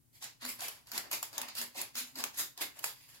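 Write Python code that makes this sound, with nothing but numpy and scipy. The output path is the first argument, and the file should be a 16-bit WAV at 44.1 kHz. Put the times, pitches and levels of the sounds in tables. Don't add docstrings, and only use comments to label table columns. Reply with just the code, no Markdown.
import sys
import numpy as np
from scipy import signal
from scipy.fft import rfft, irfft
from scipy.io import wavfile
from scipy.ndimage import uniform_filter1d

SR = 44100
rng = np.random.default_rng(int(sys.argv[2]) if len(sys.argv) > 2 else 0)


def put_to_file(sound):
    columns = np.atleast_2d(sound).T
    safe = np.clip(columns, -1, 1)
    whole_steps = np.round(safe * 32767)
    wavfile.write(sys.argv[1], SR, whole_steps.astype(np.int16))


N = 141120
SIZE = 16384

AIR_DB, HUM_DB, HUM_RIGHT_DB = -71.5, -70.5, -13
HUM_HZ, HUM_WIDTH_HZ = 123.7, 23

NEAR_WALL_DB, RUSTLE_ROOM_DB, SNAP_ROOM_DB, SLUMP_ROOM_DB = 2.5, 6.5, -2, -4.5
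NEAR_WALL_S, TAIL_BUILD_S, PATH_CHANGE_S = 0.0034, 0.002, 0.005

SLUMP_RISE_S, SLUMP_FALL_S = 0.0037, 0.019

LEAD_S = 0.1
BOOM_RISE_S, BOOM_FALL_S = 0.018, 0.047
BOOM_WAVER = 0.038
BOOM_DB, BOOM_RIGHT_DB = 2.5, -4

BODY_HZ, TOP_HZ = 1770, 8400
FOLD_RIPPLE_DB = 1.72

SNAP_DB, USUAL_BODY_DB = 12, -17.5
CHATTER_SHARE = 1.36
RING_DB, RING_WIDTH_HZ = 8, 490

GRAINS_PER_S, GRAIN_SPREAD_DB = 2200, 4.5
POWDER_SHARE = 0.41
CLUMP_DB, RUSTLE_DB = 2.06, 1.5
SWISH_DB, SWISH_WIDTH_HZ = 2.5, 830

EDGE_HZ = 16000


def amp(db):
    return 10 ** (np.asarray(db) / 20)


def evened(x):
    return x / np.sqrt(np.mean(x ** 2) + 1e-20)


def unit(x):
    return x / np.sqrt(np.sum(x ** 2, -1, keepdims=True) + 1e-20)


def read(points, hz):
    f, value = np.transpose(points)
    return np.interp(np.log(hz + 1), np.log(f + 1), value)


def swell(t, rise, fall):
    return np.exp(np.where(t < 0, -0.5 * (t / rise) ** 2, -abs(t) / fall))


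def coloured(x, gain_db):
    cepstrum = irfft(gain_db * np.log(10) / 20)
    cepstrum[1:SIZE // 2] *= 2
    cepstrum[SIZE // 2 + 1:] = 0
    return irfft(rfft(x) * np.exp(rfft(cepstrum)))


def add(mix, s, sound):
    at = round(s * SR)
    sound = sound[:, max(-at, 0):]
    part = mix[:, max(at, 0):][:, :sound.shape[1]]
    part += sound[:, :part.shape[1]]


def played(source, rows):
    mix = np.zeros((2, N))
    for row in rows:
        add(mix, *source(*row))
    return mix


def placed(s, sound):
    # time in seconds, lead of the left side in seconds.
    left_lead = [(0, .00023), (1.2, .00015), (3.2, .00008)]
    lag = round(np.interp(s, *np.transpose(left_lead)) * SR)
    return s, np.array([sound, np.pad(sound, (lag, 0))[:SIZE]])


def still_room():
    # frequency in Hz, relative gain in dB.
    air_tone = [(15, -50), (25, -31), (38, -9.5), (92, -8.5), (120, -27.5), (223, -12), (270, -9),
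                (439, -25.5), (3620, -32.5), (10700, -26), (16000, -28)]
    hz = np.fft.rfftfreq(N, 1 / SR)
    left, right, low = rfft(rng.standard_normal((3, N)))
    air = evened(irfft(np.array([left, right]) * amp(read(air_tone, hz)), N))
    hum = evened(irfft(low / (1 + ((hz - HUM_HZ) / HUM_WIDTH_HZ) ** 2), N))
    return amp(AIR_DB) * air + amp(HUM_DB) * hum * amp([[0], [HUM_RIGHT_DB]])


def kitchen(x, room_db, count=8):
    # frequency in Hz, time to fall by 60 dB in seconds.
    decay = [(100, 0.28), (250, 0.34), (700, 0.27), (1800, 0.28), (5000, 0.26), (12000, 0.21),
             (16000, 0.26)]
    # frequency in Hz, gain of left over right in dB.
    lean_curve = [(60, 7), (250, 9.5), (450, 2.5), (750, -1), (1500, 2), (3300, -0.5), (5500, -2),
                  (9000, -1), (15000, 0)]
    t, out = np.arange(SIZE) / SR, x.copy()
    turn = np.arange(N) / SR / PATH_CHANGE_S
    for k in range(count):
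        near, late = rng.standard_normal((2, 2, SIZE))
        sparse = rng.random((2, SIZE)) < 0.2
        near = unit(near * sparse * np.exp(-t / NEAR_WALL_S) * (np.arange(SIZE) > 20))
        hz, when, bands = signal.stft(late, SR, nperseg=256)
        bands = bands * amp(-60 * when / read(decay, hz)[:, None])
        late = signal.istft(bands, SR, nperseg=256)[1][:, :SIZE]
        tail = unit(late * (1 - np.exp(-t / TAIL_BUILD_S)))
        paths = amp(NEAR_WALL_DB) * near + amp(room_db) * tail
        share = np.sin(np.pi / 2 * np.minimum((turn - k) % count, 2))
        out += signal.oaconvolve((x[0] * share)[None], paths, axes=1)[:, :N]
    lean = read(lean_curve, np.fft.rfftfreq(N, 1 / SR)) / 2
    leaning = irfft(rfft(out) * amp([lean, -lean]), N)
    return leaning / np.sqrt(1 + amp(NEAR_WALL_DB) ** 2 + amp(room_db) ** 2)


def slump(start, level_db):
    # frequency in Hz, half-width in Hz, relative gain in dB.
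    hollow = [(370, 32, -2.5), (555, 26, 2), (640, 54, -8), (774, 45, -5), (846, 45, -4)]
    t, hz = np.arange(SIZE) / SR, np.fft.rfftfreq(SIZE, 1 / SR)
    shape = sum(amp(db) / (1 + ((hz - f) / width) ** 2) for f, width, db in hollow)
    body = evened(irfft(rfft(rng.standard_normal(SIZE)) * shape))
    push = (1 - np.exp(-t / SLUMP_RISE_S)) * np.exp(-t / SLUMP_FALL_S)
    return placed(start, amp(level_db) * body * push)


def boom(crest, level_db, pitch_hz):
    t = np.arange(SIZE) / SR - LEAD_S
    waver = evened(uniform_filter1d(rng.standard_normal(SIZE), size=400))
    phase = 2 * np.pi * np.cumsum(pitch_hz * (1 + BOOM_WAVER * waver)) / SR
    tone = swell(t, BOOM_RISE_S, BOOM_FALL_S) * np.sin(phase)
    return crest - LEAD_S, amp(level_db + BOOM_DB) * tone * amp([[0], [BOOM_RIGHT_DB]])


def foil(points, body_db, top_db, ring_hz, ring_width_hz, ring_db):
    hz = np.fft.rfftfreq(SIZE, 1 / SR)
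    rough = rng.standard_normal(len(hz))
    ripple = evened(uniform_filter1d(uniform_filter1d(rough, size=170), size=90))
    body = 1 / (1 + (hz / BODY_HZ) ** 4)
    top = 1 - 1 / (1 + (hz / TOP_HZ) ** 4)
    ring = 1 / (1 + ((hz - ring_hz) / ring_width_hz) ** 2)
    shelves = body_db * body + top_db * top
    return read(points, hz) + shelves + ring_db * ring + FOLD_RIPPLE_DB * ripple


def snap(start, level_db, body_db, ring_hz, chatter_s):
    # frequency in Hz, gain in dB.
    crack_tone = [(30, -43), (150, -23), (250, -13.5), (500, -9), (900, 2), (1400, 0), (2200, 3.5),
                  (3200, 6), (4800, 5), (6000, 3.5), (7200, 4.5), (8600, 0), (10200, 4.5), (12000, 5.5),
                  (14000, -1), (16000, 0)]
    t = np.arange(SIZE) / SR
    chatter = np.diff(rng.standard_normal(SIZE + 1)) + rng.standard_normal(SIZE) * 0.5
    click = CHATTER_SHARE * unit(chatter * np.exp(-t / chatter_s))
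    click[0] = 1
    colour = foil(crack_tone, body_db - USUAL_BODY_DB, 0, ring_hz, RING_WIDTH_HZ, RING_DB)
    return placed(start, amp(level_db + SNAP_DB) * coloured(unit(click), colour))


def shake(crest, rise, fall, level_db, body_db, top_db, ring_hz):
    # frequency in Hz, gain in dB.
    rustle_tone = [(30, -22), (120, -7.5), (175, -28), (250, -1), (400, -4.5), (560, -0.5), (720, 1),
                   (950, 3.5), (1250, 0.5), (2000, 5), (3300, 2.5), (4900, 5), (6000, 1), (7200, 4.5),
                   (8500, -2.5), (10000, 1.5), (11800, 6), (14000, 0), (16000, -6.5)]
    t = np.arange(SIZE) / SR - LEAD_S
    sizes = amp(GRAIN_SPREAD_DB * np.minimum(rng.exponential(1, SIZE), 4))
    sizes = sizes * rng.choice([-1, 1], SIZE)
    crinkles = evened(sizes * (rng.random(SIZE) < GRAINS_PER_S / SR))
    powder = rng.standard_normal(SIZE)
    drive = np.sqrt(1 - POWDER_SHARE) * crinkles + np.sqrt(POWDER_SHARE) * powder
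    clumps = amp(CLUMP_DB * evened(uniform_filter1d(rng.standard_normal(SIZE), size=90)))
    rustle = evened(drive * clumps) * swell(t, rise, fall)
    colour = foil(rustle_tone, body_db, top_db, ring_hz, SWISH_WIDTH_HZ, SWISH_DB)
    return placed(crest - LEAD_S, amp(level_db + RUSTLE_DB) * coloured(rustle, colour))


def scene():
    # start in seconds, level in dB before the envelope.
    slump_rows = [(0.451, -51.5), (.968, -53.5), (1.378, -44.5), (1.421, -56), (1.615, -55.5), (1.75, -51),
                  (1.785, -47), (1.818, -51), (2.616, -47)]
    # crest in seconds, level in dB before BOOM_DB, mean pitch in Hz.
    boom_rows = [(0.463, -49, 245.7), (.50, -55.5, 243.7), (.95, -58, 244), (0.991, -58.5, 241),
                 (1.43, -58.5, 246), (1.616, -54, 240.4), (1.79, -60, 248.7), (1.977, -58, 242.3),
                 (2.018, -58.5, 246.8), (2.168, -56.5, 263), (2.203, -52, 251.2)]
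    # start in seconds, level in dB before SNAP_DB and the foil's colour,
    # body in dB against USUAL_BODY_DB, ring in Hz, chatter decay in seconds.
    snap_rows = [(0.2249, -36.5, -5.5, 7460, 0.0013), (0.241, -31, -24, 7110, 0.0013),
                 (0.4509, -28, -7.5, 4290, 0.00087), (0.4624, -33, -1, 4690, 0.0013),
                 (0.6066, -29, -23, 4550, 0.0011), (0.6828, -26.5, -7, 11700, 0.0011),
                 (0.8708, -42, -20.5, 5175, 0.0013), (0.9169, -28.5, -5, 4600, 0.0021),
                 (0.9782, -20, -14, 5000, 0.0013), (1.1136, -24, -15, 11500, 0.0013),
                 (1.2284, -22, -8.5, 7800, 0.00095), (1.3298, -41, -15, 6010, 0.0013),
                 (1.38, -20, -15.5, 6900, 0.001), (1.4157, -21.5, -24, 11430, 0.0013),
                 (1.4855, -35.5, -5.5, 4550, 0.0013), (1.5525, -30.5, -15, 4470, 0.0016),
                 (1.6147, -24.5, -18, 5100, 0.0015), (1.7503, -50, -10, 4940, 0.0013),
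                 (1.8145, -23.5, -19, 11100, 0.0019), (1.9543, -30, -13, 5020, 0.0014),
                 (2.1557, -35.5, -19, 4740, 0.00096), (2.1872, -32.5, -44, 11600, 0.0013),
                 (2.203, -29, -6, 4440, 0.0018), (2.2393, -18, -5, 6740, 0.0011),
                 (2.5765, -32, -20, 4920, 0.0016), (2.6145, -22, -15, 12800, 0.0017),
                 (2.7897, -38, -21, 12700, 0.0013), (2.7924, -33, -16, 9400, 0.0011),
                 (2.8416, -17.5, -12, 7800, 0.0016), (3.145, -47, -11, 5410, 0.0013)]
    # crest in seconds, rise in seconds, fall in seconds,
    # level in dB before RUSTLE_DB and the foil's colour, body shelf in dB, top shelf in dB, ring in Hz.
    shake_rows = [(0.157, 0.016, 0.028, -62.5, -0.5, 4.5, 4280),
                  (0.235, 0.013, 0.024, -41.5, -1.5, -6.5, 7150), (0.429, .012, 0.037, -42, -3, -11, 4100),
                  (.488, 0.016, 0.021, -41.5, 3.5, 4, 10400), (.595, .009, 0.012, -49.5, 5, 1, 5000),
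                  (.628, 0.019, 0.05, -41, 1.5, 2, 3100), (.752, 0.025, .03, -66, 5, -5, 5000),
                  (0.889, 0.019, 0.014, -57.5, 6, -4, 5000), (0.953, 0.019, .02, -40.5, 3.5, -0.5, 4570),
                  (.982, 0.0028, 0.0072, -38, 9, 1, 4800), (1.056, 0.015, 0.032, -56.5, 9.5, -12, 5000),
                  (1.134, 0.013, 0.015, -36, -0.5, 3, 10000), (1.238, .01, 0.013, -44, -0.5, 2, 10000),
                  (1.349, .018, 0.029, -47, 4, -5, 4570), (1.386, 0.014, 0.01, -42.5, 8, -15, 7000),
                  (1.429, 0.02, .022, -47, 5.5, -20, 4000), (1.499, 0.017, 0.006, -45.5, -2.5, -14, 4560),
                  (1.585, .018, 0.013, -36.5, -2, 0, 4730), (1.623, 0.0094, 0.0058, -41.5, 5.5, 6.5, 5100),
                  (1.786, 0.021, 0.029, -39.5, 1.5, -1.5, 4440), (1.819, 0.0032, 0.011, -45.5, 3, -5, 4500),
                  (1.986, 0.019, 0.019, -35, -4.5, 0, 6800), (2.078, 0.016, 0.022, -59, 3.5, 5, 7000),
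                  (2.198, 0.022, 0.0097, -40.5, 5.5, -0.5, 4760), (2.255, 0.029, 0.018, -46.5, 2, -6, 5000),
                  (2.35, 0.01, 0.02, -49, -0.5, -3, 5000), (2.394, .014, 0.021, -34.5, 0, 5.5, 6850),
                  (2.595, 0.015, 0.02, -48, 6.5, -8.5, 4900), (2.623, 0.012, 0.0047, -36.5, 2.5, 2, 4930),
                  (2.772, 0.017, 0.03, -54, 2, -6.5, 7500), (2.807, 0.019, 0.011, -60, 11.5, 0, 1700),
                  (2.858, 0.017, 0.01, -40, -1, 2, 12100), (2.89, 0.014, 0.013, -46, -1.5, -1, 12000),
                  (2.995, 0.036, 0.13, -61.5, -4, 0, 4700), (3.092, 0.0082, 0.019, -56, 2.5, 0.5, 11000),
                  (3.159, 0.023, 0.02, -57.5, 3, 0, 4500)]
    slumps = kitchen(played(slump, slump_rows), SLUMP_ROOM_DB, count=2)
    booms = played(boom, boom_rows)
    ticks = kitchen(played(snap, snap_rows), SNAP_ROOM_DB)
    rustle = kitchen(played(shake, shake_rows), RUSTLE_ROOM_DB)
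    return still_room() + slumps + booms + ticks + rustle


def record(dry):
    low_pass = signal.firwin(401, EDGE_HZ, window=("kaiser", 8), fs=SR)
    return signal.oaconvolve(dry, low_pass[None], "same")


dry = scene()
out = record(dry)
put_to_file(out)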